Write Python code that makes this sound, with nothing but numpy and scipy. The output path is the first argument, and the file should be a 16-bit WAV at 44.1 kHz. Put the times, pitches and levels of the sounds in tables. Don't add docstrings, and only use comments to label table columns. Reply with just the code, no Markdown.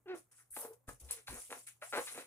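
import sys
import numpy as np
from scipy import signal
from scipy.fft import rfft, irfft, next_fast_len
from scipy.io import wavfile

SR = 44100
rng = np.random.default_rng(int(sys.argv[2]) if len(sys.argv) > 2 else 0)


def inscribe(sig):
    pcm = np.round(np.clip(np.atleast_2d(sig).T, -1, 1) * 32767)
    wavfile.write(sys.argv[1], SR, pcm.astype(np.int16))


def makeup_ratio(level_db):
    decades = np.asarray(level_db, float) / 20
    return 10 ** decades


N = 99754


def rms_one(x):
    return x / np.sqrt(np.mean(x ** 2) + 1e-20)


def drift(rate):
    r = np.exp(-80 * np.pi * rate / SR)
    points = rng.standard_normal(N // 40 + 1002)
    slow = signal.lfilter([1], [1, -2 * r, r * r], points)[1000:]
    return np.interp(np.arange(N) / 40, np.arange(len(slow)), rms_one(slow))


def stroke(start, rise, hold, db, fall):
    t = np.arange(N) / SR - start
    swell = np.clip(t / max(rise, 1e-4), 0, 1) ** 2
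    return swell * makeup_ratio(db - fall * np.clip(t - rise - hold, 0, 1))


def band_pass(x, low, high):
    return signal.sosfilt(signal.butter(2, [low, high], "band", fs=SR, output="sos"), x)


def resonate(x, hz, width_hz):
    r = np.exp(-np.pi * width_hz / SR)
    top = [(1 - r * r) / 2, 0, (r * r - 1) / 2]
    bottom = [1, -2 * r * np.cos(2 * np.pi * hz / SR), r * r]
    return signal.lfilter(top, bottom, x + 1e-18)


def body(x):
    # (f/Hz, width/Hz, level/dB)
    modes = [(242.3, 42.5, 1.5), (496, 106, 5.5), (715, 440, -9), (1110, 73, 0.5), (1332, 310, -7.5),
             (2000, 530, 2), (2588, 590, -3), (3960, 580, 3.5)]
    out = makeup_ratio(-9) * x
    for k, (hz, width_hz, db) in enumerate(modes):
        out = out + (-1) ** k * makeup_ratio(db) * resonate(x, hz, width_hz)
    return out


def coloured(spectrum, alike, patchy_db):
    out, white = 0, rng.standard_normal((2, 2, N))
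    grain = makeup_ratio(6 * rng.standard_normal(N))
    hz, db = np.transpose(spectrum)
    edges = np.geomspace(hz[0], hz[-1] * 1.1, 14)
    for k, (low, high) in enumerate(zip(edges, edges[1:])):
        mid, side = band_pass(grain * white[k % 2], low, high)
        band_db = np.interp(np.log(low * high) / 2, np.log(hz), db)
        gain = makeup_ratio(band_db + patchy_db * drift(26.4))
        out = out + gain * (np.sqrt(1 + alike) * mid + np.sqrt(1 - alike) * side * [[1], [-1]])
    return rms_one(out)


def hiss(strokes, colour):
    loudness = np.sqrt(sum(stroke(*row) ** 2 for row in strokes))
    return loudness * coloured(colour, 0.057, 2)


def tone(path, orders, wobble, flutter_db):
    s, hz, db = np.transpose(path)
    t = np.arange(N) / SR
    pitch = np.interp(t, s, hz) * (1 + wobble * drift(60))
    phase = 2 * np.pi * np.cumsum(pitch) / SR
    edge = np.clip(np.minimum(t - s[0], s[-1] - t) / 0.0011, 0, 1)
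    stack = 0
    for k, order_db in orders:
        flutter = flutter_db * np.sqrt(k) * drift(50)
        stack = stack + makeup_ratio(order_db + flutter) * np.sin(k * phase + k * k)
    return np.sqrt(2) * edge * makeup_ratio(np.interp(t, s, db)) * stack


def background():
    # (f/Hz, level/dB per Hz)
    floor = [(25, -15), (60, -3.5), (200, -10), (520, -13), (1400, -18.5), (4000, -42), (9500, -22),
             (16000, -23)]
    hum_hz, hum_db = 120, -80.5
    t = np.arange(N) / SR
    hum = makeup_ratio(hum_db + 1.5 * drift(2.9)) * np.sin(2 * np.pi * hum_hz * t + 0.5 * drift(12))
    return makeup_ratio(-80.5) * coloured(floor, 0.34, 1.5) + np.sqrt(2) * hum


def squeak():
    # (t/s, f/Hz, level/dB)
    path = [
        (.058, 399.7, -56.5),
        (.066, 408.8, -50),
        (.074, 349, -51),
        (.085, 358, -47.5),
        (.1, 371.4, -39.5),
        (.124, 370.7, -40),
        (.141, 352, -40),
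        (.15, 337.5, -50),
        (.2, 316, -69),
    ]
    # (multiple, level/dB)
    orders = [(1, -3), (2, -16.5), (3, -23.5), (4, -16.5), (5, -26), (6, -29.5), (7, -26), (8, -35),
              (9, -37), (10, -54)]
    return tone(path, orders, wobble=.006, flutter_db=1.2)


def rubs():
    # (start/s, hold/s, level/dB, centre f/Hz, spread/octaves)
    rough = [(0.074, 0.035, -54, 1290, 1), (0.135, 0.012, -52.5, 524, 1.2),
             (0.308, 0.03, -73.5, 1400, 0.44), (0.378, 0.021, -66, 1490, 0.32),
             (0.523, 0.027, -66, 1750, 0.36), (0.559, 0.0017, -55, 1390, 1.9),
             (0.577, 0.077, -53.5, 790, 0.69), (.7, 0.027, -67.5, 870, 0.5), (0.872, 0.026, -54, 477, 1.62),
             (1.004, 0.074, -68, 433, 1.2), (1.082, 0.048, -54, 1850, 1.46),
             (1.165, 0.019, -61, 1170, 1.46), (1.266, 0.013, -48.5, 2560, 1.06),
             (1.279, 0.0045, -50.5, 890, 0.31), (1.291, 0.05, -54, 234, 1),
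             (1.294, 0.041, -54.5, 1190, 0.83), (1.347, 0.032, -54, 750, 0.89),
             (1.427, 0.033, -76.5, 985, 0.63), (1.486, 0.033, -62.5, 427, 0.62),
             (1.53, 0.002, -53, 980, 1.13), (1.544, 0.023, -57.5, 696, 0.97),
             (1.665, 0.0098, -55.5, 2000, 0.64), (1.813, 0.014, -46, 1280, 0.7),
             (1.923, 0.058, -46, 1130, 1.34), (1.995, 0.022, -50.5, 860, 0.47),
             (2.063, 0.018, -47.5, 2110, 1.14), (2.102, 0.035, -60, 790, 1.3),
             (2.14, 0.074, -58.5, 750, 1.7), (2.175, 0.0052, -55.5, 825, 1.47)]
    attack_s, fall_db_per_s, longest_s = .007, 500, .3
    slips_per_s, jitter, size_spread_db = 240, .3, 3
    grip_db = -41
    out, scrape = np.zeros(N), .45 * rng.standard_normal(N)
    for s, hold, db, hz, octaves in rough:
        waits = np.exp(jitter * rng.standard_normal(200)) / slips_per_s
        times = s + attack_s + np.cumsum(waits) - waits[0]
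        at = (times * SR).astype(int)
        at = at[at < (s + longest_s) * SR]
        sizes = rms_one(makeup_ratio(size_spread_db * rng.standard_normal(len(at))))
        slips = scrape * makeup_ratio(max(grip_db - db, 0))
        slips[:int(s * SR)] = 0
        slips[int((s + longest_s) * SR):] = 0
        inside = at < N
        slips[at[inside]] += np.sqrt(SR / slips_per_s) * sizes[inside]
        low, high = hz / 2 ** octaves, min(hz * 2 ** octaves, SR / 3)
        patch = band_pass(slips, low, high + 10)
        out += rms_one(patch) * stroke(s, attack_s, hold, db - 8.5, fall_db_per_s)
    return body(out)


def slides():
    # (start/s, rise/s, hold/s, level/dB, fall/dB per s)
    glides = [(0.135, 0.023, 0.028, -58.5, 316), (.311, 0.0043, 0.01, -63, 198),
              (.34, 0.033, 0.032, -63.5, 248), (.722, 0.013, 0.0015, -61.5, 703),
              (0.867, 0.023, 0.0026, -50.5, 264), (.997, 0.0049, 0.0043, -56, 216),
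              (1.037, 0.0096, 0.14, -61, 233), (1.106, 0.0028, 0.015, -43.5, 259),
              (1.254, 0.033, 0.12, -50.5, 83), (1.504, 0.005, 0.093, -54.5, 216),
              (1.664, 0.0046, 0.0023, -48.5, 277), (1.799, 0.038, 0.084, -54, 211),
              (1.913, 0.063, 0.076, -46.5, 81), (2.084, 0.04, 0.081, -52.5, 356)]
    # (f/Hz, level/dB per Hz)
    colour = [(2000, -9.5), (4500, -12.5), (6500, -2), (8500, 1), (10000, 5), (11500, -6), (13000, -10),
              (16000, -10.5)]
    return hiss(glides, colour)


def snaps():
    # (t/s, peak level/dB)
    bursts = [(.177, -45), (.892, -41), (.998, -55), (1.1102, -20.5), (1.1138, -27), (1.278, -42),
              (1.343, -36), (1.508, -46), (1.527, -46), (1.671, -44), (2.216, -44)]
    size = 400
    x, t = np.zeros(N + size), np.arange(size) / SR
    for s, db in bursts:
        burst = rng.standard_normal(size) * np.exp(-t / 0.0011)
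        at = int(s * SR)
        x[at:at + size] += makeup_ratio(db + 8) * rms_one(burst) / 4
    return resonate(x[:N], 10200, 1270)


def leaks():
    # (start/s, rise/s, hold/s, level/dB, fall/dB per s)
    puffs = [
        (.501, 0.0063, 0.039, -51.5, 203),
        (.52, 0.029, 0.07, -46.5, 225),
    ]
    # (f/Hz, level/dB per Hz)
    colour = [(2500, -48), (5000, -38), (7000, -24), (8500, -9), (10000, 0), (11500, -9), (13500, -17),
              (16000, -21)]
    return hiss(puffs, colour)


def bumps():
    # (t/s, level/dB, f/Hz, time to fall 60 dB/s)
    pushes = [
        (0.512, -71.5, 55.5, 0.18),
        (0.882, -35, 76, 0.025),
        (0.898, -60.5, 46.2, 0.34),
        (0.928, -57.5, 120, 0.084),
        (1.017, -55, 68, 0.15),
        (1.033, -55.5, 70.6, 0.27),
        (1.285, -55.5, 113, 0.2),
        (1.296, -52.5, 51, 0.27),
        (1.334, -57, 72, 0.12),
        (1.37, -65, 42, 0.14),
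    ]
    out, t = np.zeros(N), np.arange(N) / SR
    for s, db, hz, t60 in pushes:
        u = np.clip(t - s, 0, 9)
        soft_start = 1 - np.exp(-u / .005)
        out += makeup_ratio(db - 60 * u / t60) * soft_start * np.sin(2 * np.pi * hz * u) * 2
    return out


def gushes():
    # (start/s, rise/s, hold/s, level/dB, fall/dB per s)
    puffs = [
        (.53, 0.036, 0.069, -50, 227),
    ]
    # (f/Hz, level/dB per Hz)
    colour = [(2500, -17), (5000, -14), (7500, -9.5), (10000, -10), (12000, -2), (14000, -5.5),
              (16000, -10)]
    return hiss(puffs, colour)


def plucks():
    # (t/s, peak level/dB, f/Hz, time to fall 60 dB/s)
    single = [(.565, -47, 850, .04), (1.105, -53, 970, .05), (.891, -47, 1250, .07),
              (1.2815, -39, 1600, .02), (.884, -49, 1280, .04), (1.283, -45, 800, .035),
              (1.528, -39, 1050, .025), (1.824, -44, 1390, .06), (2.178, -43, 320, .03),
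              (2.072, -50, 1200, .1)]
    out, t = np.zeros(N), np.arange(N) / SR
    for s, db, hz, t60 in single:
        u = np.clip(t - s, 0, 1)
        soft_start = 1 - np.exp(-u / .0001)
        pair = np.sin(2 * np.pi * hz * u) + .5 * np.sin(2 * np.pi * 1.33 * hz * u)
        out += makeup_ratio(db - 60 * u / t60) * soft_start * pair
    low_cut = signal.butter(2, 160, "high", fs=SR, output="sos")
    return signal.sosfilt(low_cut, out)


def cracks():
    # (t/s, peak level/dB, centre f/Hz)
    strong = [(0.5657, -38, 1320), (0.5679, -42, 770), (0.571, -39, 640), (0.6504, -41, 530),
              (0.891, -41, 700), (1.1044, -48, 1120), (1.1081, -48, 1400), (1.2769, -49, 1770),
              (1.2804, -36, 1740), (1.3298, -50, 1080), (1.3423, -51, 1380), (1.5041, -43, 1110),
              (1.508, -41, 1850), (1.5151, -39, 650), (1.5261, -34, 1170), (1.5318, -40, 1000),
              (1.8168, -49, 1220), (1.8237, -39, 1220), (1.9254, -35, 990), (1.931, -33, 940),
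              (1.9346, -31, 810), (1.9396, -29, 980), (1.9446, -32, 1090), (1.9515, -28, 950),
              (1.9566, -32, 730), (1.9607, -31, 1060), (1.9654, -32, 770), (1.9723, -28, 810),
              (1.9772, -29, 650), (1.9843, -28, 590), (1.9877, -30, 980), (1.9933, -32, 660),
              (2.0026, -35, 990), (2.0705, -44, 2120), (2.178, -36, 490)]
    size, octaves = 2000, .95
    out, t = np.zeros(N + size), np.arange(size) / SR
    click = np.eye(1, size)[0]
    for s, db, hz in strong:
        ring = body(band_pass(click, hz / 2 ** octaves, hz * 2 ** octaves))
        edge = makeup_ratio(-13) * rng.standard_normal(size) * np.exp(-t / .0012)
        at = int((s + 5e-4) * SR) - np.abs(ring).argmax()
        out[at:at + size] += makeup_ratio(db + .5) * (ring / np.abs(ring).max() + edge)
    return out[:N]


def whines():
    # (t/s, f/Hz, level/dB)
    paths = [
        [(.62, 454, -69), (.646, 437.5, -53.5), (.672, 446, -63), (.688, 434, -53.5), (.715, 448, -59.5),
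         (.742, 455, -62), (.752, 505, -76), (.79, 531, -85), (.85, 526, -99)],
        [(1.1, 470, -73), (1.124, 464, -62), (1.136, 480, -70), (1.146, 500, -65), (1.158, 460, -76),
         (1.175, 460, -66), (1.198, 457, -65), (1.21, 470, -76)],
        [(1.82, 590, -60), (1.828, 597, -51), (1.852, 680, -60), (1.872, 720, -63), (1.9, 800, -76)],
        [(1.93, 521.5, -70), (1.95, 521, -67), (1.99, 542, -43), (2.04, 530, -81)],
        [(1.925, 1400, -51), (1.94, 1370, -41), (1.965, 1395, -58), (1.975, 1522, -43), (1.99, 1500, -47)],
    ]
    orders = [(1, 0.47), (2, -26)]  # (multiple, dB)
    return sum(tone(path, orders, wobble=.03, flutter_db=3) for path in paths)


def room(x):
    t60_s, wall_cut_hz = 0.15, 27000
    size = next_fast_len(N + SR)
    w = 2 * np.pi * np.arange(size // 2 + 1) / size
    dull = 1 / (1 + 1j * w * SR / (2 * np.pi * wall_cut_hz))
    echoes = np.zeros((2, size // 2 + 1), complex)
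    for k, lag in enumerate(rng.uniform(.005, .03, 16)):
        loop = makeup_ratio(-60 * lag / t60_s) * dull * np.exp(-1j * w * int(lag * SR))
        echoes[k % 2] += (-1) ** (k // 2) * loop / (1 - loop)
    return irfft(echoes * rfft(x, size), size)[:, :N]


def scene():
    left_lead_s, left_db = .00011, .6
    near = squeak() + rubs() + snaps() - bumps() + plucks() + cracks() + whines()
    right = np.interp(np.arange(N) - left_lead_s * SR, np.arange(N), near)
    airy = slides() + leaks() + gushes()
    direct = (np.array([near, right]) + airy) * makeup_ratio([[left_db], [-left_db]])
    return direct + makeup_ratio(-10.5) * room(near) + background()


def roll_off(x):
    return signal.sosfilt(signal.butter(12, 15870, fs=SR, output="sos"), x)


def record(dry):
    top_cut = signal.cheby2(12, 70, 16600, fs=SR, output="sos")
    mix = signal.sosfilt(top_cut, dry)
    return roll_off(mix)


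dry = scene()
out = record(dry)
inscribe(out)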